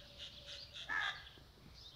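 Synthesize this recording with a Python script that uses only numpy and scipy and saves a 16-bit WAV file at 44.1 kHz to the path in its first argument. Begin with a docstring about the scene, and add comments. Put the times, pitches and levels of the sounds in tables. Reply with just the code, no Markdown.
"""A bird scolds in evenly spaced rasps in a walled garden; a crow-like bird gives one hoarse caw with a
low, breathy body, and small birds slip thin chirps in between. Rasps and caw follow the source-filter
principle: uneven pulses from the syrinx excite throat resonances. The chirps are gliding whistles.
Leaves and walls scatter the calls. Behind them lie far chatter, a faint far hoot, a low outdoor
rumble, two dull swishes, a faint hiss and a few soft bumps near the microphone."""
import sys
import numpy as np
from scipy import signal
from scipy.fft import rfft, irfft
from scipy.io import wavfile
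from scipy.ndimage import uniform_filter1d

SR = 44100
rng = np.random.default_rng(int(sys.argv[2]) if len(sys.argv) > 2 else 0)


def transcribe(signal):
    """Save signal, clipped to [-1, 1], as a 16-bit WAV file at the path in sys.argv[1]."""
    frames = np.atleast_2d(signal).T
    limited = np.clip(frames, -1, 1)
    pcm = np.round(limited * 32767).astype(np.int16)
    wavfile.write(sys.argv[1], SR, pcm)


N = 85995
T = np.arange(N) / SR
HZ = np.fft.rfftfreq(N, 1 / SR)


def from_db(db):
    """Amplitude ratio of a level in decibels."""
    return 10 ** (np.asarray(db) / 20)


def rms_one(x):
    """Normalisation to unit rms."""
    return x / np.sqrt(np.mean(x ** 2) + 1e-20)


def evened(x):
    """Division by the running rms holds the short-term level at 1."""
    return x / np.sqrt(uniform_filter1d(x ** 2, size=400) + 1e-9)


def in_time(rows):
    """Linear interpolation of each column of a curve at every sample."""
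    times, *columns = np.transpose(rows)
    return [np.interp(T, times, column) for column in columns]


def coloured(x, points):
    """Spectral shaping by (frequency [Hz], gain [dB]) points; rms 1."""
    hz, db = np.transpose(points)
    gain = from_db(np.interp(np.log(HZ + 1), np.log(hz), db))
    return rms_one(irfft(rfft(x) * gain, N))


def drift(rate_hz):
    """Low-passed noise gives a smooth random fluctuation; rms 1."""
    return rms_one(irfft(rfft(rng.standard_normal(N)) / (1 + (HZ / rate_hz) ** 4), N))


def resonance(x, hz, width_hz, order=2):
    """A resonance acts as a band-pass filter; rms 1."""
    edges = np.clip([hz - width_hz / 2, hz + width_hz / 2], 20, 19000)
    return rms_one(signal.sosfilt(signal.butter(order, edges, "band", fs=SR, output="sos"), x))


def envelope(start, length, attack_s, release_s):
    """A smooth amplitude gate: rise around the start, hold, fall around the end."""
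    rise = 1 + np.tanh(2 * (T - start) / attack_s)
    fall = 1 + np.tanh(2 * (start + length - T) / release_s)
    return rise * fall / 4


def tone(hz):
    """A sinusoid whose phase is the integral of its frequency; rms 1."""
    return np.sqrt(2) * np.sin(2 * np.pi * np.cumsum(hz) / SR)


def garden(x, wet_db, t60_s=0.63, build_s=0.0061, cutoff_hz=7760):
    """Reverberation: walls and leaves add an exponentially decaying tail to the direct sound."""
    tail = rng.standard_normal(N) * from_db(-60 * T / t60_s) * (1 - np.exp(-T / build_s))
    tail /= np.sqrt(np.sum(tail ** 2))
    tail = signal.sosfilt(signal.butter(2, cutoff_hz, fs=SR, output="sos"), tail)
    return x + from_db(wet_db) * signal.fftconvolve(x, tail)[:N]


def leaves(x, grain_hz=254.4):
    """Dispersion: foliage delays each frequency a little differently, which softens sharp pulses."""
    knots = np.arange(0, SR, grain_hz)
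    group_delay_s = 0.001622 * np.interp(HZ, knots, rng.uniform(0, 2.2, size=2000)[:len(knots)])
    phase_lag = 2 * np.pi * np.cumsum(group_delay_s) * SR / N
    return irfft(rfft(x) * np.exp(-1j * phase_lag), N)


def thicket(x, share, t60_s=0.1):
    """Scattering: a share of the energy arrives as a quick blur of reflections from bushes."""
    age = T[:SR // 4]
    blur = rng.standard_normal(len(age)) * from_db(-60 * age / t60_s)
    scattered = signal.oaconvolve(x, blur / np.sqrt(np.sum(blur ** 2)))[:N]
    return np.sqrt(1 - share) * x + np.sqrt(share) * scattered


def air(rise_db_per_s=0.1):
    """Outdoor rumble is broadband noise, densest at low frequencies and almost steady in level."""
    # Spectrum of the outdoor air: (frequency [Hz], relative spectral density [dB])
    spectrum = [(20, -6.5), (38, -6.5), (62, 6.5), (90, -1), (135, 2), (200, -13), (400, -14), (800, -16.5),
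                (1500, -19), (2500, -26.5), (4000, -16.5), (5500, -23), (6800, -37), (8500, -42.5),
                (15500, -37.5)]
    db = -61.5 + 0.5 * drift(13) + rise_db_per_s * (T - T.mean())
    return from_db(db) * coloured(rng.standard_normal(N), spectrum)


def hiss():
    """Self-noise of the microphone, uncorrelated between the two channels."""
    # Spectrum of the hiss: (frequency [Hz], relative spectral density [dB])
    spectrum = [(100, -8), (2500, -27), (5000, -14.5), (7500, 1.5), (15500, 1)]
    return from_db(-79) * coloured(rng.standard_normal((2, N)), spectrum)


def low_noise_bands(fade_s=0.015):
    """Gated band-pass noise gives the caw's low, breathy body, and a dull swish before and after."""
    # A swish, the caw's body near 300 Hz, another swish:
    # (start [s], duration [s], level [dB], centre [Hz], bandwidth [Hz])
    bands = [(0.0, 0.46, -72, 181, 158), (0.886, 0.11, -63.5, 313, 150), (1.571, .12, -68.5, 228, 255)]
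    out = np.zeros(N)
    for start, length, db, hz, width in bands:
        band = resonance(rng.standard_normal(N), hz, width)
        out += from_db(db) * envelope(start, length, fade_s, fade_s) * band
    return out


def bumps(t60_cycles=8, tick_db=-18.5):
    """Damped oscillation: each dull knock dies in a few cycles, along with a faint tick of noise."""
    # Soft knocks: (time [s], peak level [dB], ring frequency [Hz])
    knocks = [(1.3768, -46.5, 356), (1.414, -53.5, 318), (1.447, -50.5, 88), (1.502, -67, 108.4),
              (1.572, -63, 150), (1.578, -51.5, 358), (1.622, -59, 168), (1.661, -48, 200),
              (1.681, -46.5, 130)]
    tick = from_db(tick_db) * resonance(rng.standard_normal(N), hz=750, width_hz=1286)
    out = np.zeros(N)
    for start, db, hz in knocks:
        age = np.maximum(T - start, 0)
        decay = from_db(db - 60 * age * hz / t60_cycles)
        out += decay * (np.sin(2 * np.pi * hz * age) + tick * (T > start))
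    return out


def hoot():
    """Random amplitude and frequency modulation make a long, faint, far tone waver."""
    # Course of the hoot: (time [s], pitch [Hz], level [dB])
    contour = [(0, 570, -68), (0.2, 576.6, -69), (0.36, 582, -75), (0.55, 575, -61), (0.63, 575, -80),
               (0.76, 593.5, -71), (0.82, 674, -70), (0.9, 627, -71), (1.0, 624, -100)]
    hz, db = in_time(contour)
    return from_db(db + 4.9 * drift(45)) * tone(hz * (1 + 0.0272 * drift(34)))


def twitter(fade_s=0.017, cutoff_hz=6400):
    """Superposed calls of far birds blur into flickering noise bands, dulled by distance."""
    # Far chatter: (start [s], duration [s], level [dB], centre [Hz], bandwidth [Hz])
    bands = [(0.0, 0.062, -68.5, 1600, 394), (0.0, 0.673, -62.5, 3610, 1720),
             (1.18, 0.19, -64.5, 3250, 920), (1.614, 0.182, -76, 2300, 443),
             (1.746, 0.17, -63.5, 4640, 1800)]
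    chatter = np.zeros(N)
    for start, length, db, hz, width in bands:
        flicker = from_db(db + 1.1 * drift(30)) * envelope(start, length, fade_s, fade_s)
        chatter += flicker * resonance(rng.standard_normal(N), hz, width)
    return signal.sosfilt(signal.butter(8, cutoff_hz, fs=SR, output="sos"), chatter)


def chirps():
    """Frequency sweeps: each short whistle follows a parabola through three pitches."""
    # Small birds' whistles: (start [s], duration [s], first pitch [Hz], middle pitch [Hz],
    # last pitch [Hz], level [dB], share scattered by bushes [0-1])
    whistles = [(0.071, 0.018, 5230, 4860, 3900, -64, 0.8), (0.084, 0.021, 4200, 3710, 3240, -61.5, 0.84),
                (0.322, 0.027, 3940, 4670, 4770, -62, 0.2), (0.356, 0.027, 3300, 3450, 4200, -56.5, 0.08),
                (0.376, 0.016, 3865, 3340, 2900, -53, 0.14), (0.396, .03, 4400, 4800, 5330, -74, 0.5),
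                (0.52, 0.016, 5400, 4750, 4200, -52.5, .3), (0.572, 0.052, 4000, 4393, 4770, -51.5, 0.44),
                (0.6, 0.051, 4550, 4693, 4680, -51.5, 0.2), (0.65, 0.048, 2370, 2360, 2300, -68.5, 1),
                (0.665, 0.049, 4400, 4630, 4700, -88, .7), (0.684, 0.043, 2680, 2870, 3050, -65.5, 0.8),
                (1.15, 0.031, 4490, 4446, 4390, -51, 0.55), (1.263, 0.01296, 3500, 3273, 2750, -51, 0.68),
                (1.341, .035, 3000, 3100, 3335, -65, 0.85), (1.763, 0.037, 3900, 4680, 5100, -58.5, 0.9),
                (1.808, 0.013, 4800, 5190, 5200, -57, .6), (1.829, 0.07, 3493, 3677, 4280, -54.5, 0.2),
                (1.903, 0.045, 2970, 3175, 3700, -60.5, 0.56)]
    wobble = 1 + 0.02205 * drift(177)
    out = np.zeros(N)
    for start, length, *pitches, db, share in whistles:
        progress = np.clip((T - start) / length, 0, 1)
        hz = np.polyval(np.polyfit([0, 0.5, 1], pitches, 2), progress)
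        swell = np.abs(np.sin(np.pi * progress)) ** 0.85
        out += thicket(from_db(db) * swell * tone(hz * wobble), share)
    return out


def syrinx(pitch_hz, jitter, noise):
    """A bird's voice source is a quasi-periodic pulse train with a puff of noise at each pulse."""
    cycles = np.cumsum(pitch_hz * (1 + jitter * drift(160))) / SR
    pulses = np.diff(np.floor(cycles), prepend=0)
    puffs = rng.standard_normal(N) * np.cos(np.pi * cycles) ** 2
    return rms_one(pulses - pulses.mean()) + noise * rms_one(puffs)


def caw(rattle_depth=0.57):
    """Biphonation: a sagging harmonic voice and an arching tone, both chopped by a slowing rattle."""
    # Harmonic voice: (time [s], pitch [Hz], level [dB], rattle rate [Hz])
    voice_contour = [(0.872, 415, -75, 95), (0.897, 428, -41.5, 92), (0.93, 436, -38.5, 88),
                     (0.98, 432, -38, 86), (1.02, 418, -40.5, 80), (1.06, 406, -40.5, 72),
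                     (1.097, 408, -40, 60), (1.11, 380, -57, 58), (1.14, 340, -75, 58)]
    # Second voice, below the strongest throat resonance: (time [s], pitch [Hz], level [dB])
    second_contour = [(0.875, 737.6, -63), (0.893, 787, -58.5), (0.915, 994, -50), (0.94, 1008, -59.5),
                      (0.975, 916.7, -51.5), (1.0, 825.5, -54), (1.06, 795.8, -55.5), (1.098, 739, -52.5),
                      (1.118, 603, -72), (1.142, 563, -64.5), (1.16, 557, -83)]
    # Frequency response of the throat: (frequency [Hz], relative gain [dB])
    throat = [(200, -55.5), (430, -36.5), (620, -15.5), (800, -23), (1000, -17), (1280, -10), (1500, -12.5),
              (1710, 3), (1900, -12), (2150, -14.5), (2400, -25), (2900, -29.5), (3600, -24), (4400, -36.5),
              (5600, -33.5), (6800, -40), (8200, -57), (9600, -52), (13000, -62)]
    pitch_hz, db, rattle_hz = in_time(voice_contour)
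    second_hz, second_db = in_time(second_contour)
    rattle_cycles = np.cumsum(rattle_hz * (1 + 0.33 * drift(88))) / SR
    rattle = rms_one(1 + rattle_depth * np.cos(2 * np.pi * rattle_cycles))
    source = syrinx(pitch_hz, jitter=0.024, noise=0.4)
    voice = from_db(db) * evened(coloured(source, throat))
    second_voice = from_db(second_db) * tone(second_hz * (1 + 0.045 * drift(190)))
    sounding = (T > voice_contour[0][0]) & (T < second_contour[-1][0])
    return rattle * (voice + second_voice) * sounding


def scolder(attack_s=0.038, release_s=0.037):
    """Source and filter: harsh, noisy pulses excite one strong band and several weaker resonances."""
    # Scolding rasps: (start [s], duration [s], main band level [dB], its lower edge [Hz],
    # its upper edge [Hz], weaker resonances relative to it [dB])
    rasps = [(-0.07, 0.07, -50, 2760, 3900, -14), (0.194, 0.083, -49.5, 2790, 3880, -8.5),
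             (0.473, 0.099, -51, 2730, 4000, -4.5), (0.745, 0.099, -49.5, 3160, 3910, -7.5),
             (1.014, 0.098, -45.5, 3196, 3846, -11)]
    # Weaker throat resonances: (centre [Hz], bandwidth [Hz], relative level [dB])
    formants = [(1470, 238, -1), (1855, 440, -3), (2716, 310, 4), (4540, 1400, -7), (6060, 1180, -2),
                (7340, 890, -13.5), (9670, 1100, -17)]
    source = syrinx(pitch_hz=199.7, jitter=0.22, noise=3.9)
    throat = rms_one(sum(from_db(db) * resonance(source, hz, width, order=3)
                         for hz, width, db in formants))
    out = np.zeros(N)
    for start, length, db, low_hz, high_hz, throat_db in rasps:
        main_band = evened(resonance(source, (low_hz + high_hz) / 2, high_hz - low_hz, order=4))
        gate = envelope(start, length, attack_s, release_s)
        out += from_db(db) * gate * (main_band + from_db(throat_db) * throat)
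    return out


def scene():
    """Superposition: all sources sit in the centre; only the hiss differs between the ears."""
    birds = garden(leaves(scolder()), wet_db=-8)
    birds += garden(leaves(caw()), wet_db=-7)
    birds += garden(chirps(), wet_db=-6)
    rumble = air()
    far_birds = twitter() + thicket(hoot(), share=0.7)
    return birds + far_birds + rumble + bumps() + low_noise_bands() + hiss()


def record(dry, cutoff_hz=15700):
    """Band limiting: a steep low-pass filter removes the highest treble."""
    return irfft(rfft(dry) / (1 + (HZ / cutoff_hz) ** 200), N)


dry = scene()
out = record(dry)
transcribe(out)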